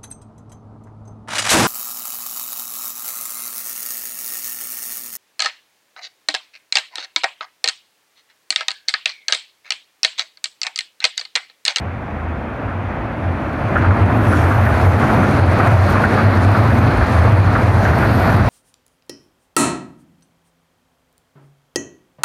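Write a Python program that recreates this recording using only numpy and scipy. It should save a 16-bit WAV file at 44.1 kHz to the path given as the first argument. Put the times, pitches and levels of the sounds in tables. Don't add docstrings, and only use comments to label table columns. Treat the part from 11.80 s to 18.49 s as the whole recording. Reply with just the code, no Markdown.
import sys
import numpy as np
from scipy import signal
from scipy.io import wavfile
from scipy.ndimage import uniform_filter1d

SR = 44100
rng = np.random.default_rng(int(sys.argv[2]) if len(sys.argv) > 2 else 0)


def store_wav(level_fs):
    pcm = np.round(np.clip(np.atleast_2d(level_fs), -1, 1) * 32767)
    wavfile.write(sys.argv[1], SR, pcm.T.astype(np.int16))


def decibels_to_gain(level_db):
    exponent = np.asarray(level_db, float) / 20
    return 10 ** exponent


N = 295029
TIME = np.arange(N) / SR
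SLOW_TIME = TIME[::64]


def evened(x):
    return x / np.sqrt(np.mean(x ** 2) + 1e-20)


def follow(rows):
    s, level_db = np.transpose(rows)
    return np.interp(TIME, s, level_db)


def full(slow):
    return np.interp(TIME, SLOW_TIME, slow)


def bump(s, half_s):
    from_peak_s = SLOW_TIME - np.reshape(s, (-1, 1))
    return np.exp(-(from_peak_s / np.reshape(half_s, (-1, 1))) ** 2)


def wander(per_s):
    rates = np.geomspace(per_s / 8, per_s, num=24)[:, None]
    turns = rates * SLOW_TIME + rng.random(rates.shape)
    return full(evened(np.sin(2 * np.pi * turns).sum(0)))


def resonate(x, hz, width_hz):
    turn = np.exp(2j * np.pi * np.cumsum(hz * np.ones(len(x))) / SR)
    r = np.exp(-np.pi * width_hz / SR)
    once = signal.lfilter([1 - r], [1, -r], x / turn)
    return signal.lfilter([1 - r], [1, -r], once) * turn


def rush(spectrum, patchy_db, flicker_db, size=512):
    frames, hz = 4 * N // size + 5, np.fft.rfftfreq(size, 1 / SR)
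    a, b, patches = rng.standard_normal((frames, len(hz), 3)).T
    patches = uniform_filter1d(patches, size=7, axis=0)
    patches = evened(uniform_filter1d(patches, size=16, axis=1))
    flicker = evened(uniform_filter1d(rng.standard_normal(frames), size=14))
    f, db = np.transpose(spectrum)
    colour_db = np.interp(np.log(hz + 1), np.log(f + 1), db, left=-120, right=-120)[:, None]
    z = (a + 1j * b) * decibels_to_gain(colour_db + patchy_db * patches + flicker_db * flicker)
    noise = signal.istft(z, nperseg=size, noverlap=3 * size // 4)[1]
    return evened(noise[:N])


# pitch_hz, level_db (per Hz)
CITY = [(76, -25), (130, 6.5), (161, -12), (248, 3.5), (421, -23), (599, -9), (939, -20), (1760, -15.5),
        (2600, -16), (2810, -26), (5260, -40), (9650, -52), (14000, -53)]


def city():
    return decibels_to_gain(-38) * rush(CITY, 0.58, 0.3, size=1024)


# time_s, level_db
GUIDE_LEVEL = [(0.04, -73), (1.35, -65), (2.03, -54), (2.49, -52.5), (2.82, -50.5), (3.6, -45), (4.48, -42),
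               (4.93, -45), (5.24, -43), (5.85, -46.5), (6.69, -40.5)]


def guides():
    level_db = follow(GUIDE_LEVEL) + wander(13.0)
    whirr = resonate(rng.standard_normal(N), 4196, 1350).real
    return decibels_to_gain(level_db + 1.5) * evened(whirr)


# pitch_hz, level_db (per Hz)
SCRAPE = [(1710, -55), (2900, -4.5), (3290, 6.5), (4340, -2.5), (5230, 0), (5970, 2), (7630, -5.5),
          (8000, -10), (10400, -44), (17600, -120)]
HISS = [(4590, -25), (7800, -1.5), (9190, 5), (11500, -1.5), (15000, -30), (22000, -120)]
FIZZ = [(6590, -26), (11200, -2), (12700, 5), (13700, 2), (14200, 3), (14500, 4)]
# time_s, level_db
SHOE_NEARNESS = [(0.04, -26), (1.31, -20), (1.94, -11), (2.16, -8.5), (2.43, -5.5), (2.6, 2.3), (3.0, 0.5),
                 (3.5, 0.5), (3.65, 0.5), (4.3, 1), (4.56, -1), (5.1, -2.2), (5.4, 1.7), (5.7, -2.5),
                 (5.94, 1), (6.69, 1.2)]
# peak_s, hiss_lift_db, fizz_lift_db, half_length_s
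FLARES = [(1.983, 9, 4, .01), (2.39, 1, 7, .06), (2.503, 5.5, 5, 0.069), (2.8, -4, 3, .12),
          (3.077, 2, 6.5, .04), (3.326, 3, 3, .06), (3.487, 2.5, 0, .04), (3.63, -1.5, -7, .05),
          (3.907, 3.5, 3.5, .05), (4.11, 3, 10, 0.02), (4.226, 2.5, 5, .03), (4.35, .8, 2, .04),
          (4.54, -2, 4, .02), (4.635, 4.5, .3, .03), (4.8, 1.5, 4, 0.11), (4.994, 2.5, 6, 0.074),
          (5.35, 2, -1, 0.036), (6.05, -0.5, 3, .05), (6.378, -0.5, 8, 0.19), (6.52, 2, 3, .04)]
# start_s, length_s, pitch_hz, level_db
SQUEAKS = [
    (2.43, .06, 9800, -58),
    (2.462, 0.09, 10850, -45),
    (2.85, 0.067, 12400, -54),
    (2.87, .04, 9150, -55),
    (6.32, 0.078, 11000, -54.5),
    (6.488, .04, 11100, -49),
    (6.53, .05, 11400, -59),
    (6.58, .04, 10000, -60),
]


def shoes():
    near_db = follow(SHOE_NEARNESS)
    peak_s, hiss_lift, fizz_lift, half_s = np.transpose(FLARES)
    flare = bump(peak_s, half_s)
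    hiss_flare_db, fizz_flare_db = full(hiss_lift @ flare), full(fizz_lift @ flare)
    scrape_db = -47.5 + 0.89 * near_db + 0.86 * hiss_flare_db + 0.76 * wander(6.5)
    hiss_db = -51.5 + 0.99 * near_db + hiss_flare_db
    fizz_db = -56.5 + near_db + fizz_flare_db

    grains = rng.random(N) < 60 / SR
    grit = decibels_to_gain(4.0 * np.minimum(rng.exponential(1, N), 4)) * grains
    grain_decay = np.exp(-np.arange(400) / 120.0)
    gritty = 1 + 0.24 * signal.oaconvolve(grit, grain_decay)[:N]
    out = decibels_to_gain(scrape_db) * evened(gritty * rush(SCRAPE, 1.3, 1.0))
    out += decibels_to_gain(hiss_db) * evened(gritty * rush(HISS, 1.3, 0.35))
    out += decibels_to_gain(fizz_db) * evened(gritty * rush(FIZZ, 1.5, 0.35))

    noise = rng.standard_normal(N)
    for s, length, hz, db in SQUEAKS:
        span = slice(round(s * SR), round((s + length) * SR))
        squeak = evened(resonate(noise[span], hz, 170).real)
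        out[span] += decibels_to_gain(db) * squeak * np.hanning(len(squeak))
    return out


# start_s, peak_db, plate_pitch_hz, length_s
CLACKS = [(0.878, -27, 1390, 0.062), (1.9573, -8.5, 1425, 0.028), (2.037, -16, 1324, 0.031),
          (2.107, -8, 1170, 0.015), (2.5167, -12, 1288, 0.04), (2.712, -13.5, 1210, 0.015),
          (2.8623, -16, 1510, 0.03), (3.226, -14.5, 1278, 0.035), (3.295, -15, 1280, 0.032),
          (3.356, -20, 1220, 0.0086), (3.431, -12, 1317, 0.033), (3.593, -12.5, 1310, 0.01),
          (3.8015, -5.5, 1250, 0.014), (3.8714, -15.5, 1440, 0.031), (4.082, -15, 1280, 0.024),
          (4.155, -10, 1210, 0.03), (4.239, -8.5, 1520, 0.024), (4.316, -20, 1490, 0.019),
          (4.3754, -11.5, 1288, 0.04), (4.533, -13.5, 1280, 0.014), (4.684, -14, 1234, 0.013),
          (4.749, -11.5, 1253, 0.038), (5.051, -11, 1260, 0.011), (5.2106, -12, 1433, 0.028),
          (5.6736, -15.5, 1180, 0.023), (5.751, -10, 1290, 0.026), (6.051, -15.5, 1490, 0.034),
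          (6.133, -11.5, 1403, 0.015), (6.225, -12.5, 1440, 0.034), (6.485, -13, 1498, 0.032)]


def joints():
    out = np.zeros(N)
    t = np.arange(SR // 8) / SR
    blows = 1.01 + np.sin(np.pi * 111 * t) ** 2
    attack = np.tanh(t / 0.0043)
    tail = 0.27 * np.exp(-t / 0.16)
    noise = rng.standard_normal((len(CLACKS), len(t)))
    for (s, db, hz, length), rattle in zip(CLACKS, noise):
        ring = evened(sum(np.sin(2 * np.pi * hz * k * t) for k in (0.86, 0.97, 1.07, 1.2)))
        jangle = evened(resonate(rattle, hz, 480).real)
        plate = 0.39 * ring + 0.69 * jangle
        thud = decibels_to_gain(-6) * evened(resonate(rattle, 556, 810).real)
        shape = attack * (blows * np.exp(-(t / length) ** 2) + tail)
        part = out[round((s - 0.003) * SR):][:len(t)]
        part += (decibels_to_gain(db - 8) * shape * (plate + thud))[:len(part)]
    dull = signal.butter(4, 2500, fs=SR, output="sos")
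    return signal.sosfilt(dull, out)


# pitch_hz, level_db (per Hz)
ROAR = [(220, -35.5), (380, 3), (450, -6), (597, -1), (662, 1), (822, -4), (1460, -7), (2490, -17.5),
        (2930, -26), (3600, -31.5), (4680, -59), (7920, -120)]
DRUM = [(82, -20), (140, 2.5), (172, -0.5), (226, 4), (291, -2), (329, -4), (387, -12), (426, -22.5),
        (480, -14.5), (620, -45), (1060, -120)]
RUMBLE = [(11, -44), (18, -34), (54, 11), (72, 10.5), (94, -32), (160, -120)]
# time_s, level_db (0 with the train overhead)
NEARNESS = [(0.0, -12), (0.15, -13.5), (0.86, -10.5), (1.3, -9), (1.84, -6.5), (1.97, -2), (2.5, -0.3),
            (3.0, 0), (3.6, -0.3), (4.6, -1.1), (5.0, 0), (5.7, -1), (6.69, 0.1)]
# time_s, roar_lift_db, drum_lift_db
BOGIES = [(1.36, -0.6, 2), (2.01, .3, 1), (2.35, -0.6, 2), (2.72, -0.6, -3.5), (3.2, 1.2, 2.5),
          (3.36, 2, 4.5), (3.87, 4.5, 4.5), (4.04, -1.5, -1), (4.2, 3.5, 7), (4.45, 2.5, 2), (4.73, 2.2, 1),
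          (4.9, -0.1, 2.5), (5.09, 1, 2), (5.46, 2.5, 0.5), (5.78, 0.5, 1.5), (6.07, 0.5, 0),
          (6.19, 1.3, 4), (6.35, -1.5, 0), (6.46, 2.5, 0.2), (6.63, 0.8, 3)]
# time_s, lift_db; the last ones, from 6.5 s, come as a second train draws near
THUMPS = [(.05, 0), (2.0, -1), (3.0, 3), (3.72, 5), (4.13, 5), (4.64, 6), (5.2, 13.5), (5.46, 2), (5.75, 2),
          (6.1, 6), (6.5, 10), (6.67, 8)]


def tyres():
    near_db = follow(NEARNESS)
    bogie_s, roar_lift, drum_lift = np.transpose(BOGIES)
    overhead = bump(bogie_s, 0.13)
    thump_s, thump_lift = np.transpose(THUMPS)
    thump_db = full(thump_lift @ bump(thump_s, 0.065))
    roar_db = -19 + near_db + full(roar_lift @ overhead)
    drum_db = -20.5 + near_db + full(drum_lift @ overhead)
    rumble_db = -29.5 + 0.53 * near_db + thump_db + 1.2 * wander(5.4)
    roar = decibels_to_gain(roar_db) * rush(ROAR, 0.78, 0.22)
    drum = decibels_to_gain(drum_db) * rush(DRUM, 1.0, 0.99, size=4096)
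    rumble = decibels_to_gain(rumble_db) * rush(RUMBLE, 0.3, 0.27, size=8192)
    return roar + drum + rumble


def swells(rows):
    s, db, hz, half_s = np.transpose(rows)
    each = decibels_to_gain(db)[:, None] * bump(s, half_s) + 1e-9
    total = each.sum(0)
    return full(total), full(hz @ each / total)


# peak_s, level_db, pitch_hz, half_length_s
SWELLS_LOW = [(0.03, -23.5, 85, 0.11), (0.48, -27.5, 81, 0.15), (1.0, -28.5, 90, 0.17),
              (1.49, -22.5, 87.6, 0.056), (1.72, -35.5, 87, 0.16), (2.005, -13.5, 92, 0.034),
              (2.09, -12, 90.3, 0.058), (2.24, -18.5, 87, 0.061), (2.62, -17, 90, 0.16),
              (2.89, -18.5, 85.5, 0.055), (3.08, -10.5, 85.2, 0.065), (3.66, -12.5, 90.2, 0.08),
              (3.84, -18.5, 91, 0.029), (3.99, -12.5, 89.1, 0.1), (4.28, -14.5, 85.6, 0.019),
              (4.43, -16, 96, 0.044), (4.66, -15, 94.5, 0.12), (4.98, -16, 84.1, 0.11),
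              (5.23, -16, 79.7, 0.023), (5.4, -12, 84.3, 0.059), (5.6, -11, 93, .11),
              (5.94, -13.5, 87.3, 0.11), (6.13, -16, 85.3, .04), (6.25, -21, 78, .05),
              (6.5, -16, 87.2, 0.15), (6.68, -21.5, 91, 0.12)]
# peak_s, level_db, pitch_hz, half_length_s
SWELLS_HIGH = [(0.18, -34.5, 106, .1), (0.86, -30.5, 105.7, 0.068), (1.04, -24, 100.7, 0.038),
               (1.28, -34, 110, 0.061), (1.48, -32.5, 109, 0.064), (1.86, -22.5, 105.7, 0.023),
               (2.2, -15.5, 103.3, 0.1), (2.45, -17.5, 107.2, 0.1), (2.8, -15.5, 101.2, 0.085),
               (3.13, -17, 101, .12), (3.41, -21.5, 100, 0.066), (3.65, -20.5, 105.5, 0.11),
               (3.92, -11, 108.8, 0.074), (4.17, -18.5, 102.6, .06), (4.45, -10, 99, 0.054),
               (4.62, -22.5, 103.6, 0.23), (4.8, -17.5, 111.2, 0.092), (5.0, -18.5, 110.7, 0.11),
               (5.17, -19.5, 104.4, 0.042), (5.53, -14, 108.2, 0.18), (5.95, -17.5, 108, 0.16),
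               (6.33, -19.5, 110.2, .07), (6.55, -15, 110.9, 0.078), (6.69, -14, 112, 0.033)]
# rest_db between swells, share of nearness followed, width_hz
MODES = [(-25.5, 1.6, 9.2), (-28, 1.36, 9), (-23.5, 1.3, 22)]


def beam():
    out, near_db = np.zeros(N), follow(NEARNESS)
    top_mode = (0, 121.9 + 5.3 * wander(3.0))
    loads = [swells(SWELLS_LOW), swells(SWELLS_HIGH), top_mode]
    for (swell, hz), (rest_db, share, width_hz) in zip(loads, MODES):
        ring = resonate(rng.standard_normal(N), hz, width_hz) + 1e-9
        steadied = ring / abs(ring) ** 0.68
        out += (swell + decibels_to_gain(rest_db + share * near_db)) * evened(steadied.real)
    heavy = signal.butter(3, [58, 150], "bandpass", fs=SR, output="sos")
    return signal.sosfiltfilt(heavy, out)


def scene():
    return (city() + guides() + shoes() + joints() + tyres() + beam())[None]


def top_cut(x):
    return signal.sosfilt(signal.butter(12, 14430, fs=SR, output="sos"), x)


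def record(dry):
    heard = dry[0] - 2 * 0.32 * resonate(dry[0], 7650, 1200).real
    size_db = 20 * np.log10(abs(heard) + 1e-9)
    fall_db = 74.0 * TIME
    held_db = np.maximum.accumulate(size_db + fall_db) - fall_db
    over_db = np.maximum(held_db + 6.0, 0)
    over_db = uniform_filter1d(over_db, size=200)
    ducked = heard * decibels_to_gain(1.0 - 0.7 * over_db)
    edge = signal.firwin(2047, 14270, window=("kaiser", 9), fs=SR)
    return top_cut(signal.oaconvolve(ducked, edge, "same")[None])


dry = scene()
out = record(dry)
store_wav(out)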